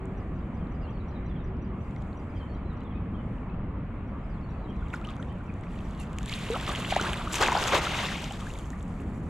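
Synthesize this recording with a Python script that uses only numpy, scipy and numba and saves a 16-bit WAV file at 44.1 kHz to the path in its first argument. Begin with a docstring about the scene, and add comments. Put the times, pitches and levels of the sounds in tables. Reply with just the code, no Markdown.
"""Far traffic rumbles over water and ripples hiss faintly; one bird chips in runs, another repeats a falling song.
A wader in a calm, shallow estuary swings a wet cast net, steps, throws; the lead line lands in a ring of splashes.
Traffic and ripples are coloured noise, birds are gliding tones with scattered echoes.
Water is swarms of bubbles of three sizes, with single loud drops and droplet ticks and one climbing gulp."""
import sys
import numpy as np
from scipy import signal
from scipy.fft import rfft, irfft, next_fast_len
from scipy.io import wavfile
from scipy.ndimage import uniform_filter1d, map_coordinates
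from numba import njit

SR = 44100
rng = np.random.default_rng(int(sys.argv[2]) if len(sys.argv) > 2 else 0)


def int16_out(signal):
    """Quantize to a 16-bit WAV file."""
    q = np.round(np.clip(np.atleast_2d(signal).T, -1, 1) * 32767)
    wavfile.write(sys.argv[1], SR, q.astype(np.int16))


N = 409688

# Far traffic.
# gain of rumble and hum: (time [s], level [dB])
TRAFFIC_GAIN = [(0, -37), (1.3, -36.5), (3.5, -36.5), (4.6, -38), (6.5, -37.5), (8.4, -39), (9.29, -36)]
# spectra of engine rumble, engine hum, tyre roar: (frequency [Hz], relative density [dB])
RUMBLE_SPECTRUM = [(8.8, -43), (15, -9.5), (54, 0), (86, -4), (110, -12.5), (140, -40.5), (240, -120)]
HUM_SPECTRUM = [(53, -26), (90, -2.5), (119, -2), (199, -1), (344, -12.5), (373, -15.5), (450, -17.5),
                (580, -26), (990, -120)]
ROAR_SPECTRUM = [(210, -33), (350, -15.5), (375, -11), (439, -7.5), (526, -7), (588, -5.5), (893, -8),
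                 (1160, -7), (1500, -15.5), (2300, -19), (3200, -30.5), (4300, -44.5), (5200, -54),
                 (6760, -87.5), (11400, -120)]
# stereo width of far sound: (frequency [Hz], side over mid [dB])
FAR_SIDE = [(60, -24), (110, -32.5), (200, -24), (380, -15), (700, -12.5), (1290, -9), (2380, -5.5),
            (4400, 2), (8120, -10.5), (15000, 1.5)]
# engine notes, one list each: (time [s], frequency [Hz], level [dB])
ENGINE_NOTES = [
    [(0, 385, -47.5), (.36, 377.5, -54)],
    [(.95, 355.7, -53.5), (1.3, 370.6, -51.5), (1.75, 372, -50.5)],
]
RUMBLE_OVER_HUM_DB, ROAR_DB = 0, -48

# Ripples.
# surface hiss: (time [s], level [dB])
RIPPLE_GAIN = [(0, -80), (0.3, -80), (0.85, -82), (1.7, -86.5), (1.85, -76), (2.4, -77), (2.65, -84),
               (3, -86), (3.35, -78.5), (3.6, -88), (3.95, -83), (4.8, -78)]

# Droplets striking the surface.
# loudest ones: (time [s], level before part offsets [dB], ring frequency [Hz], low part offset [dB])
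TICKS = [(0.0558, -47, 7560, -13), (1.5683, -63, 5150, 0), (1.9096, -59, 6760, 3), (1.9626, -54.5, 5700, 7),
         (2.0173, -60, 7000, -7), (2.0224, -53, 7250, 3), (2.7337, -61, 7640, -5), (2.8074, -60, 7210, 7),
         (2.836, -59, 6870, 0), (4.4139, -63, 5110, 2), (4.7656, -59, 5690, 1), (4.8843, -54, 6880, -2),
         (4.9367, -53, 7130, 5), (4.9496, -43, 7000, -8), (4.9624, -52, 7190, 0), (5.014, -56, 7310, 9),
         (5.0474, -47, 8800, 5), (5.0715, -45.5, 6000, -2), (5.106, -46, 7160, -9), (5.1577, -53, 8990, -5),
         (5.166, -49, 6550, -2), (5.226, -51, 7880, 5), (5.3263, -57, 9660, 0), (5.5398, -51, 6800, -11),
         (5.6104, -51, 7890, -6), (5.6361, -59, 5760, 11), (5.7892, -54, 6330, 10), (5.9095, -47, 6830, -5),
         (5.9494, -55, 7700, -2), (5.9768, -52, 7140, 1), (6.001, -35.5, 9660, -17), (6.131, -44, 7510, -4),
         (6.1858, -28, 7060, -13), (6.2305, -36.5, 6890, -3), (6.2597, -32, 7820, -2),
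         (6.3644, -50, 6980, -2), (6.3904, -36, 7030, 1), (6.5368, -34, 7770, -6), (6.6104, -34, 7500, -9),
         (6.6656, -33, 5030, -3), (6.7143, -39, 6690, 2), (6.759, -33, 6350, -2), (6.822, -40.5, 6770, 5),
         (6.908, -35, 7650, 10), (6.9494, -32, 5810, 2), (6.9635, -28, 6790, 3), (7.013, -23.5, 6200, -4),
         (7.025, -30.5, 6120, 0), (7.1324, -31, 7630, -3), (7.1714, -49, 7070, 9), (7.281, -41, 6070, 5),
         (7.317, -39, 5150, -4), (7.3238, -30, 6950, -13), (7.334, -28.5, 7230, -7),
         (7.343, -21.5, 7200, -10), (7.355, -21, 6300, -9), (7.359, -24.5, 7200, -2),
         (7.384, -31.5, 5920, 5), (7.417, -22.5, 5110, 0), (7.4254, -18.5, 7000, -14),
         (7.4764, -24, 6480, 2), (7.5183, -28.5, 6560, -5), (7.5287, -26.5, 7160, -8),
         (7.6393, -21.5, 5080, -3), (7.6805, -22, 6500, -10), (7.7346, -28.5, 6380, -4),
         (8.0254, -37.5, 5960, 4), (8.0686, -35.5, 5200, 9), (8.2197, -37, 7820, -1),
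         (8.2424, -31, 5990, 0), (8.3232, -33.5, 7300, -10), (8.3579, -43, 7540, -9),
         (8.4083, -40, 7770, -10), (8.538, -37, 7240, -5), (8.588, -35, 7460, -5.5),
         (8.6572, -44.5, 6240, -12), (8.7037, -37, 6720, -10), (8.8284, -40, 7530, -23),
         (9.0189, -54, 8420, -10), (9.0359, -57, 6340, -9)]
# parts of a tick: ring (length [cycles], offset [dB]), then high and low
# (frequency [Hz], length [cycles], offset [dB])
TICK_PARTS = [(1.8, -2.2), (8100, 0.53, -4), (3430, .8, 0.95)]
# (time [s], left minus right [dB])
TICK_PAN = [(7.3, 1), (7.33, 2.5), (8.55, 3), (8.7, -0.5)]

# Birds.
# chips: (time [s], level before note offsets [dB])
CHIPS = [(0.1735, -71), (0.3561, -74), (0.5417, -73), (0.7138, -74), (0.8994, -72), (1.0814, -71),
         (1.257, -72), (1.4401, -71), (1.6167, -70), (1.8093, -71), (1.9794, -72), (2.167, -70),
         (2.3516, -75), (2.5396, -73), (2.7671, -75), (4.0736, -77), (4.2896, -76), (4.4997, -75),
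         (4.6952, -76), (4.8928, -74), (5.2744, -76), (5.4605, -72), (5.6575, -73), (5.8446, -68),
         (6.0432, -71)]
# notes of a chip: (time in chip [s], length [s], start, end pitch [ratio to chip pitch], bend [exponent],
# offset [dB])
CHIP_NOTES = [(-.002, 0.019, .995, 1.005, 0.88, 1.9), (0.026, .016, .86, .78, 1.5, -2)]
# chip pitch: (time [s], frequency [Hz])
CHIP_PITCH = [(0, 5820), (1.1, 5760), (1.3, 5800), (2.2, 5820), (2.8, 5600), (4.7, 5660), (4.9, 5800),
              (5.3, 5660), (6.1, 5740)]
# falling song: (time in phrase [s], length [s], start [Hz], end [Hz], bend [exponent],
# level before phrase offset [dB])
SONG_NOTES = [(-.06, .025, 5100, 4800, 1, -78), (0, .035, 4960, 4880, .8, -73),
              (0.019, .05, 4700, 4000, .8, -73.5), (.122, 0.074, 4500, 4360, .5, -72.5),
              (0.192, 0.018, 4080, 3700, 1, -68.5), (0.271, .075, 4130, 3970, 2, -76),
              (.338, .035, 3990, 3540, 2, -67), (0.437, .052, 3910, 3990, 1, -71.5),
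              (.488, .038, 3600, 3220, 1.7, -66.5), (0.545, 0.034, 3430, 2900, 1.6, -64),
              (0.583, 0.046, 3790, 3450, 1.2, -69.5)]
# (time [s], offset [dB])
PHRASES = [(.805, 4), (2.355, 2.5), (4.295, 1.5)]
# other short whistles, mostly low, a few high:
# (time [s], length [s], start [Hz], end [Hz], bend [exponent], level [dB])
WHISTLES = [(0.597, 0.036, 3300, 3050, 1.5, -66), (0.82, 0.049, 2850, 2700, 1, -58),
            (.865, .048, 2800, 3510, .8, -61), (0.886, .025, 2800, 2600, 1, -60),
            (1.23, .035, 3250, 3080, 1, -68), (2.35, .033, 3400, 3100, .7, -58),
            (2.396, .055, 3230, 3050, 1, -57.5), (2.51, .06, 3080, 3270, 1, -64.5),
            (2.76, .03, 2990, 2700, 1, -66), (2.94, 0.044, 2450, 2600, 1, -55.5),
            (3.135, .03, 3170, 3240, 1, -62), (3.172, 0.048, 3120, 2990, 0.72, -60.5),
            (3.488, 0.024, 2510, 2600, 1, -56.5), (4.37, 0.026, 3400, 3200, 1.5, -70),
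            (4.51, 0.027, 2420, 2750, 1, -60), (4.54, 0.023, 2650, 2530, 1, -59.5),
            (4.47, 0.18, 4240, 4560, .4, -76), (4.671, .055, 3050, 3260, .5, -59),
            (4.696, .032, 3150, 2800, 1.5, -62), (5.194, .013, 5560, 6560, 1.1, -61),
            (5.282, .018, 3700, 3450, 1, -65), (5.288, 0.046, 3050, 3140, 1.1, -59),
            (5.473, 0.039, 2700, 2250, 1.5, -53), (5.99, 0.045, 2850, 2400, 2, -50),
            (6.128, 0.021, 3040, 2710, 1.2, -59)]

# Near water.
# loudest single bubbles: (peak time [s], peak level [dB], frequency [Hz], length [cycles])
DROPS = [(1.9652, -42, 2020, 2.4), (2.1304, -53, 4100, 2.2), (2.8169, -49, 2880, 2.5), (.671, -56, 3800, 2),
         (0.977, -50, 2900, 1.2), (2.782, -62, 4150, 2.5), (3.384, -51, 2700, 2.5), (3.499, -61, 3850, 2.8),
         (3.542, -55, 2720, 4), (4.756, -54, 2400, 4), (4.8255, -40.5, 1390, 3.5), (4.8714, -46, 2540, 2),
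         (4.9034, -48, 3200, 3.6), (4.9385, -27, 1900, 1), (4.942, -28.5, 1410, 3.5),
         (4.934, -34.5, 2430, 2.2), (5.083, -47, 3300, 1), (4.953, -53, 3080, 3.6),
         (4.9587, -48, 5050, 3.6), (5.0985, -39, 3100, .9), (5.0186, -41.5, 1310, 6.3),
         (5.043, -41, 2510, 3), (5.051, -35.5, 2900, 3), (5.078, -41, 1210, 6.6), (5.0895, -34, 3220, 1),
         (5.0893, -37, 1220, 2), (5.1146, -42, 2380, 1.7), (5.1383, -44, 3200, 1.4),
         (5.1995, -42, 1410, 3.8), (5.2276, -39, 3300, 1.6), (5.23, -45, 1800, 4), (5.32, -50, 1900, 4),
         (5.745, -47, 2200, 2), (5.95, -51, 4150, 2), (6.005, -52, 3000, 2), (6.035, -48, 2900, 2),
         (5.4087, -42, 1450, 2.4), (5.496, -49, 2360, 3.6), (5.5025, -41, 2240, 1.5),
         (5.6392, -43, 2100, 1.7), (5.67, -44, 2400, 2), (5.71, -49, 2600, 2), (5.762, -49, 2900, 2.7),
         (5.806, -48, 3030, 3), (5.332, -53, 2390, 2), (5.791, -47, 2550, 4.4), (5.9929, -47, 4000, 3.2),
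         (6.186, -24, 2540, 0.5), (6.2815, -31, 3590, 1.2), (6.2964, -26, 3900, 0.75),
         (6.2977, -35, 2120, 4.4), (6.3277, -25, 3040, 1.5), (6.3386, -21.5, 3870, 1.1),
         (6.381, -35, 2400, 2.7), (6.469, -35, 2740, 1.8), (6.4878, -29, 2700, 1), (6.6, -30, 3200, 1.8),
         (6.666, -29, 3230, 1.5), (6.5463, -29.5, 1280, 4.8), (6.5621, -25.5, 1120, 1.4),
         (6.678, -28, 3250, 1.6), (6.6793, -26, 1170, 1.5), (6.6936, -22, 1120, 1.4),
         (6.703, -32, 1150, 2.2), (6.72, -34, 1230, 3.2), (6.7512, -23, 3100, 1.4), (6.707, -33, 1880, 1.5),
         (6.76, -22, 2860, 1), (6.823, -30, 2920, 1.5), (6.8478, -21, 2390, 0.7), (6.8494, -29, 2900, 5),
         (6.9085, -18, 3080, 1.5), (6.9195, -30, 2310, 3.3), (6.9252, -16.5, 724, 1.3),
         (6.927, -24.5, 2000, 1.3), (6.9377, -22, 3240, 0.67), (6.9617, -20, 1890, 1.1),
         (6.966, -11, 720, 0.82), (6.998, -19.5, 1340, 1.7), (7.0132, -22, 300, 0.37),
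         (7.058, -27, 1340, 2), (7.159, -34, 900, 1.5), (7.0132, -31, 3030, 12), (7.133, -22, 2870, 1.2),
         (7.1422, -25, 2260, 1.1), (7.213, -28, 1250, 1.4), (7.275, -25, 1220, 2.1),
         (7.173, -33, 3770, 2.8), (7.223, -33, 3370, 1.5), (7.3432, -13.5, 2800, 0.43),
         (7.397, -30, 3180, 1.5), (7.4137, -21, 1210, 3.6), (7.4221, -27, 3610, 1.1), (7.431, -21, 4740, 2),
         (7.4183, -19.5, 688, 0.45), (7.426, -23, 800, 0.57), (7.433, -13.5, 1460, 1.2),
         (7.443, -30, 760, 1), (7.4545, -21, 1580, 1.4), (7.4622, -17, 2470, 1.5), (7.4705, -24, 2290, 2.7),
         (7.484, -15, 1840, 1), (7.4865, -13, 750, 0.27), (7.4905, -22, 825, 1), (7.498, -24, 1550, 0.85),
         (7.523, -20.5, 940, 3.1), (7.53, -24, 980, 1.3), (7.5535, -17, 746, 1.2), (7.561, -34, 920, 1.6),
         (7.5695, -15, 796, 0.71), (7.5742, -23, 4700, 2.4), (7.5753, -21.5, 790, 1.7),
         (7.5912, -23, 3810, 0.62), (7.683, -23, 3420, 1.9), (7.7389, -18.5, 558, 2.5),
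         (7.7509, -17, 970, 1.7), (7.7517, -25, 1910, 1.6), (7.7713, -22, 594, 1.7), (7.657, -28, 780, 1.2),
         (7.694, -27, 1070, 1.1), (7.722, -18, 1020, 1.5), (7.85, -34, 720, 2.1), (7.82, -36, 1230, 4.3),
         (7.87, -30, 1250, 2.5), (7.879, -30, 2100, 2.8), (7.91, -36, 1210, 4.1), (7.95, -27, 1400, 1),
         (7.992, -21, 2900, 1.4), (7.9925, -30, 1000, 0.61), (8.0375, -29, 1140, 3.2),
         (8.12, -35.5, 1120, 4.4), (8.125, -31, 1790, 2.6), (8.42, -40, 1150, 3), (8.3091, -35, 2950, 3.3),
         (8.312, -34, 780, 3), (8.47, -34.5, 1600, 3.3), (8.504, -39.5, 2700, 3.2), (8.514, -43, 3700, 2),
         (8.538, -46, 3600, 2), (8.554, -45, 3500, 2), (8.557, -44, 2200, 3), (8.578, -46, 3400, 1.5),
         (8.596, -44, 3100, 3), (8.627, -50, 3000, 1.5), (8.645, -47, 2950, 3), (8.808, -47, 3450, 2),
         (8.92, -58, 2900, 2.5), (8.733, -39.5, 1820, 2.9), (9.0005, -48, 2660, 3.7)]
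# stirring by legs, mesh and lead line: (time [s], small bubbles [dB], large over small [dB])
STIR = [(4.7, -71, 0), (4.9, -68.5, -1), (5.12, -69.5, 18), (5.45, -74.5, 3), (5.62, -70, 8),
        (5.78, -62, 0), (6.17, -62.5, 10.5), (6.3, -46, -9), (6.6, -42.5, -1.5), (6.88, -43, 2),
        (7.05, -38, 3), (7.28, -47.5, 3.5), (7.45, -36.5, 3.5), (7.62, -35, 2.5), (7.85, -36, 0),
        (8.05, -36, -2.5), (8.45, -53.5, -0.5), (8.75, -69, -16), (9.28, -74, 9)]
# slaps of legs, mesh and leads: (peak time [s], small bubbles [dB], large over small [dB],
# spray over small [dB])
SLAPS = [(4.939, -50.5, 9, -7), (5.05, -52, -9, -15), (5.075, -59, 0, -12), (5.097, -52, 2, -16.5),
         (5.225, -63, 8, -12), (6.0, -56, -1, -2), (6.319, -36.5, -23, -9), (6.549, -41.5, 5.5, -25),
         (6.39, -54, -8, -3), (6.678, -36.5, -2, -12), (6.705, -42, 5, -26), (6.85, -45, -10, -24),
         (6.911, -31.5, -11, -16), (6.968, -36, -4, -20), (7.07, -48, 10, -20), (7.331, -38.5, -22, 3.5),
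         (7.358, -35.5, -17, -0.5), (7.412, -30, 8, -5), (7.428, -27.5, 6, -17), (7.55, -47, 17.5, -5),
         (7.6, -42.5, -7, 2.5), (7.675, -30, -3, -5), (7.726, -28.5, 3.5, -21), (7.747, -26, 3.5, -11),
         (7.77, -41, -2, 0.5), (7.999, -37.5, 3, -17.5)]
# droplets shed by the hauled line: (time [s], extra spray [dB])
DRIPPING = [(8.2, 0.5), (8.7, 8)]
# landing ring: (time [s], share of the spray [0..1])
RING_SHARE = [(7.25, 0), (7.45, 1), (8.25, 1), (8.55, 0)]
# spectra of large bubbles, small bubbles, landing ring spray, drips off the near mesh:
# (frequency [Hz], relative density [dB])
SLOSH_SPECTRUM = [(160, -47), (280, 0.5), (351, -6), (461, -10.5), (591, -6.5), (642, -5.5), (1090, -5.5),
                  (1700, -10), (2210, -45), (3740, -120)]
SPLASH_SPECTRUM = [(820, -17), (1400, -8.5), (1690, -10), (1890, -7), (2740, -6.5), (3630, -9), (4000, -14),
                   (5000, -19.5), (6500, -11.5), (11000, -120)]
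SPRAY_SPECTRUM = [(2590, -38), (4400, -9.5), (7230, -7.5), (8300, -14), (9820, -16), (10600, -27),
                  (11800, -18.5), (14500, -36), (15600, -52)]
DRIP_SPECTRUM = [(2590, -30), (4400, -4.5), (5130, -10.5), (7350, -0.5), (8250, -6.5), (9570, -8.5),
                 (12400, -16.5), (14500, -28), (15600, -46)]
# stereo width of near water: (frequency [Hz], side over mid [dB])
NEAR_SIDE = [(200, -16), (700, -13.5), (1300, -11), (2400, -12.5), (4400, -6), (8000, -13), (15000, 0.5)]
# wader ahead, net landing left: (time [s], left minus right [dB])
NEAR_PAN = [(7.25, .2), (7.35, 2), (8.4, 1.4), (9.29, .8)]
# air cavity closing behind a leg: (time [s], frequency [Hz], level [dB])
GULP = [(6.501, 430.5, -25), (6.515, 450, -37.5), (6.535, 477, -35), (6.553, 563, -41), (6.578, 870, -36)]
SPRAY_DB, SPRAY_AT_DB = -47, -35.5  # spray level at this small-bubble level
SPRAY_DB_PER_STIR_DB = 0.81
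RISE_DB_PER_S, FALL_DB_PER_S = 1400, 291  # slap flanks
RING_PAN_DB = 1  # left minus right
STRAY_DROP_DB, STRAY_TICK_DB = 0.5, -1  # offsets over small bubbles, over spray
STRAY_SCATTER_DB = 3

# Pickup.
# lag of the left port: (time [s], delay [microseconds])
LAG = [(0, 31), (7.25, 28), (7.35, 14), (8.3, 14), (8.8, 30)]
TOP_HZ = 15700


def amp(db):
    """Decibels to gain."""
    return 10 ** (np.asarray(db) / 20)


def unit(x):
    """Scaled to rms 1."""
    return x / np.sqrt(np.mean(x ** 2) + 1e-20)


def along(points, hz):
    """(Hz, value) points interpolated on a log frequency axis."""
    f, v = np.transpose(points)
    return np.interp(np.log(hz + 1), np.log(f + 1), v)


def curves(rows):
    """One value per sample for each column after the time."""
    s, *cols = np.transpose(rows)
    return [np.interp(np.arange(N) / SR, s, c) for c in cols]


def filtered(x, response):
    """x times a response of frequency."""
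    m = next_fast_len(N + 8192)
    return irfft(rfft(x, m) * response(np.fft.rfftfreq(m, 1 / SR)), m)[..., :N]


def spread(pair, spectrum, side):
    """Two unrelated signals coloured as mid and side, rms 1."""
    def response(hz):
        return amp(along(spectrum, hz) + [0 * hz, along(side, hz)])
    mid, edge = filtered(pair, response)
    return unit(np.array([mid + edge, mid - edge]))


def panned(x, left_minus_right_db):
    """Level difference split evenly between the sides."""
    return x * amp(np.array([left_minus_right_db, -left_minus_right_db]) / 2)


def smoothed_noise(shape, sizes):
    """Noise smoothed along (frequency bins, time frames)."""
    field = uniform_filter1d(rng.standard_normal(shape), size=sizes[0], axis=0)
    return uniform_filter1d(field, size=sizes[1], axis=1)


def patchy(depth_db):
    """Two noises with shared time-frequency patches of random gain."""
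    z = signal.stft(rng.standard_normal((2, N)), nperseg=512)[2]
    field = smoothed_noise(z.shape[1:], (5, 12))
    return signal.istft(z * amp(depth_db * unit(field)), nperseg=512)[1][:, :N]


def spurts(size):
    """Random swells about size samples long, rms 1."""
    smooth = uniform_filter1d(rng.standard_normal(N), size=size)
    return unit(uniform_filter1d(smooth, size=size))


def glide(rows):
    """A tone along (s, Hz, dB) rows, unsteady in pitch and level."""
    hz, db = curves(rows)
    hz = hz * (1 + .012 * spurts(size=1500))
    db = db + 2.2 * spurts(size=2000)
    t = np.arange(N) / SR
    fade_in = (t - rows[0][0]) / 0.0013
    fade_out = (rows[-1][0] - t) / 0.0068
    gate = np.clip(np.minimum(fade_in, fade_out), 0, 1)
    return np.sqrt(2) * gate * amp(db) * np.sin(2 * np.pi * np.cumsum(hz) / SR)


@njit
def add(out, s, hz, cycles, gain, rise, soft, sr):
    """Rings peaking at s: they swell (soft: how gently) and die away; rise lifts the pitch as a bubble surfaces."""
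    lead = np.sqrt(soft)
    for k in range(len(s)):
        tau = cycles[k] / hz[k] * sr
        start = max(int(s[k] * sr - lead * tau), 0)
        for i in range(min(int(7 * tau) + 2, len(out) - start)):
            u = i / tau / lead
            w = i / tau - lead  # zero at the peak
            swell = (u * np.exp(1 - u)) ** soft
            out[start + i] += gain[k] * swell * np.cos(2 * np.pi * cycles[k] * (w + rise * w * w / 2))


def stirring():
    """Levels in dB of large bubbles, small bubbles and spray in the churned water."""
    small_db, large_over_db = curves(STIR)
    extra_db, = curves(DRIPPING)
    spray_db = SPRAY_DB + SPRAY_DB_PER_STIR_DB * (small_db - SPRAY_AT_DB) + extra_db
    return np.array([small_db + large_over_db, small_db, spray_db])


def stirred_share():
    """Crossfade from ripples to churned water, 0 to 1."""
    return np.clip((np.arange(N) / SR - STIR[0][0]) / .15, 0, 1)


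def strays(level_db):
    """Weaker random strikes following a level curve: times, levels, two random numbers each."""
    when, pitch, life, size = rng.random((400, 4)).T
    when = STIR[0][0] + when * (STIR[-1][0] - STIR[0][0])
    scatter_db = -STRAY_SCATTER_DB * np.log(size + 0.023)
    return when, level_db[(when * SR).astype(int)] + scatter_db, pitch, life


def traffic():
    """Engines rumble and hum as swelling low noise, tyres roar steadily; engine notes glide."""
    rumble = amp(RUMBLE_OVER_HUM_DB) * spread(patchy(0.84), RUMBLE_SPECTRUM, FAR_SIDE)
    hum = spread(patchy(0.8), HUM_SPECTRUM, FAR_SIDE)
    engine_gain = amp(curves(TRAFFIC_GAIN)[0] + 0.55 * spurts(size=9000))
    roar = amp(ROAR_DB) * spread(patchy(1.22), ROAR_SPECTRUM, FAR_SIDE)
    return engine_gain * (rumble + hum) + roar + sum(map(glide, ENGINE_NOTES))


def ripples():
    """Ripples fizz as patchy high noise until the water is stirred."""
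    hiss = spread(patchy(1.5), DRIP_SPECTRUM, FAR_SIDE)
    return (1 - stirred_share()) * amp(curves(RIPPLE_GAIN)[0]) * hiss


def ticks():
    """Each droplet strike is a short burst: a ring at its own pitch with a fixed high and low part."""
    when, db, pitch, life = strays(stirring()[2] + STRAY_TICK_DB)
    stray = np.transpose([when, db, 5000 * 2 ** pitch, -8 * life])
    s, db, hz, low_db = np.vstack([TICKS, stray]).T
    (ring_cycles, ring_db), high, (low_hz, low_cycles, low_part_db) = TICK_PARTS
    parts = [(hz, ring_cycles, ring_db), high, (low_hz, low_cycles, low_part_db + low_db)]
    out = np.zeros(N)
    for part_hz, part_cycles, part_db in parts:
        add(out, s + 0.00034, part_hz + 0 * s, part_cycles + 0 * s, amp(db + part_db), 0., 1., SR)
    return panned(out, curves(TICK_PAN)[0])


def notes(rows):
    """Whistled notes gliding between two pitches; a large bend holds the first pitch longer."""
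    out = np.zeros(N + SR)
    # moving air ruffles far notes
    waver = uniform_filter1d(rng.standard_normal((2, N + SR)), size=300)
    for s, length, start_hz, end_hz, bend, db in rows:
        start = round(s * SR)
        u = np.arange(int(length * SR)) / (length * SR)
        pitch, level = unit(waver[:, start:][:, :len(u)])
        hz = start_hz + (end_hz - start_hz) * u ** bend + 30 * pitch
        swell = np.sin(np.pi * u) ** .7
        out[start:][:len(u)] += amp(db + 2.2 * level) * swell * np.sin(2 * np.pi * np.cumsum(hz) / SR)
    return out[:N]


def echoes(dry):
    """Decaying noise tails, redrawn block by block, so the echo keeps changing."""
    t = np.arange(SR // 3) / SR
    echo = np.zeros((2, N + len(t)))
    for start in range(0, N, 4096):
        tail = rng.standard_normal((2, len(t))) * amp(-60 * t / 0.28)  # 60 dB in 0.28 s
        tail = tail / np.linalg.norm(tail[0])
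        part = signal.fftconvolve(dry[:, start:start + 4096], tail, axes=1)
        echo[:, start:start + part.shape[1]] += part
    return echo[:, :N]


def birds():
    """A chip is a short rising note then a weaker falling one; song and whistles glide; echoes trail all."""
    pitch_hz = np.interp([s for s, _ in CHIPS], *np.transpose(CHIP_PITCH))
    chips = [(start + s, length, a * hz, b * hz, bend, level + db)
             for (start, level), hz in zip(CHIPS, pitch_hz)
             for s, length, a, b, bend, db in CHIP_NOTES]
    song = [(start + s, length, a, b, bend, db + level)
            for start, level in PHRASES
            for s, length, a, b, bend, db in SONG_NOTES]
    dry = panned(notes(chips), np.array([-2.2])) + notes(song + WHISTLES)
    return dry + amp(-3.0) * echoes(dry)


def placed(x):
    """Near water set between the two ports."""
    return panned(x, curves(NEAR_PAN)[0])


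def drops():
    """Single bubbles, each ringing at its own slightly rising pitch; weaker ones fall at random."""
    when, db, pitch, life = strays(stirring()[1] + STRAY_DROP_DB)
    stray = np.transpose([when, db, 1100 * 3.6 ** pitch, 1.9 + 1.9 * life])
    s, db, hz, cycles = np.vstack([DROPS, stray]).T
    out = np.zeros(N)
    add(out, s, hz, cycles, amp(db), .04, 2.5, SR)
    return placed(out)


def swarm(bubbles_per_s, low_hz, high_hz, cycles, scatter_db, wash):
    """Bubbles at random moments, a few much louder, over a wash of those too small to tell apart."""
    pair = np.zeros((2, N))
    for channel in pair:
        when, size, life, sign = rng.random((int(bubbles_per_s * N / SR), 4)).T
        hz = low_hz * (high_hz / low_hz) ** rng.random(len(when))
        rarity = -np.log(size + .01)
        gain = amp(scatter_db * rarity) * np.sign(sign - .5)
        add(channel, when * N / SR, hz, cycles * (.5 + life), gain, .1, 1.5, SR)
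    # level the swarm's spectral slope
    white = filtered(unit(pair), lambda f: np.clip(f / low_hz, 1, high_hz / low_hz))
    return unit(white) + wash * patchy(2)


def slapped():
    """Gains of the three sizes: every slap swells fast over the stirring and sinks back."""
    power, t = amp(stirring()) ** 2, np.arange(N) / SR
    for s, db, large_db, spray_db in SLAPS:
        flank_db = np.minimum(RISE_DB_PER_S * (t - s), FALL_DB_PER_S * (s - t))
        peak_db = db + np.array([[large_db], [0], [spray_db]])
        power = power + amp(peak_db) ** 2 * amp(flank_db) ** 2
    return np.sqrt(power)


def churned_water():
    """Legs, dripping mesh and the lead line trap bubbles of three sizes, heard as three swarms."""
    large_gain, small_gain, spray_gain = slapped()
    ring, = curves(RING_SHARE)
    slosh = swarm(bubbles_per_s=1100, low_hz=318, high_hz=1645, cycles=1.95, scatter_db=1.5, wash=0.48)
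    splash = swarm(bubbles_per_s=3500, low_hz=1433, high_hz=4950, cycles=2.4, scatter_db=2.5, wash=0.47)
    fine = swarm(bubbles_per_s=2500, low_hz=4880, high_hz=15100, cycles=0.87, scatter_db=4.0, wash=1.6)
    ring_spray = panned(spread(fine, SPRAY_SPECTRUM, NEAR_SIDE), np.array([RING_PAN_DB]))
    drips = spread(fine, DRIP_SPECTRUM, NEAR_SIDE)
    spray = ring * ring_spray + (1 - ring) * drips
    large = large_gain * spread(slosh, SLOSH_SPECTRUM, NEAR_SIDE)
    small = small_gain * spread(splash, SPLASH_SPECTRUM, NEAR_SIDE) * amp(0.72 * spurts(size=250))
    finest = spray_gain * spray * amp(1.4 * spurts(size=500))
    near = large + placed(small + finest)
    return stirred_share() * amp(1.0 * spurts(size=900)) * near


def gulp():
    """The air pocket shrinks, so its pitch climbs."""
    return glide(GULP)


def scene():
    """All sources in the open air."""
    return traffic() + ripples() + ticks() + birds() + drops() + churned_water() + gulp()


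def record(dry):
    """Two ports a finger apart: below the treble the left one lags; nothing is kept above the band limit."""
    delay_samples = curves(LAG)[0] * SR / 10 ** 6
    late = map_coordinates(dry[0], [np.arange(N) - delay_samples], order=3, mode="nearest")
    left = dry[0] + filtered(late - dry[0], lambda hz: 1 / (1 + (hz / 7500) ** 4))
    return filtered(np.array([left, dry[1]]), lambda hz: hz < TOP_HZ)


dry = scene()
out = record(dry)
int16_out(out)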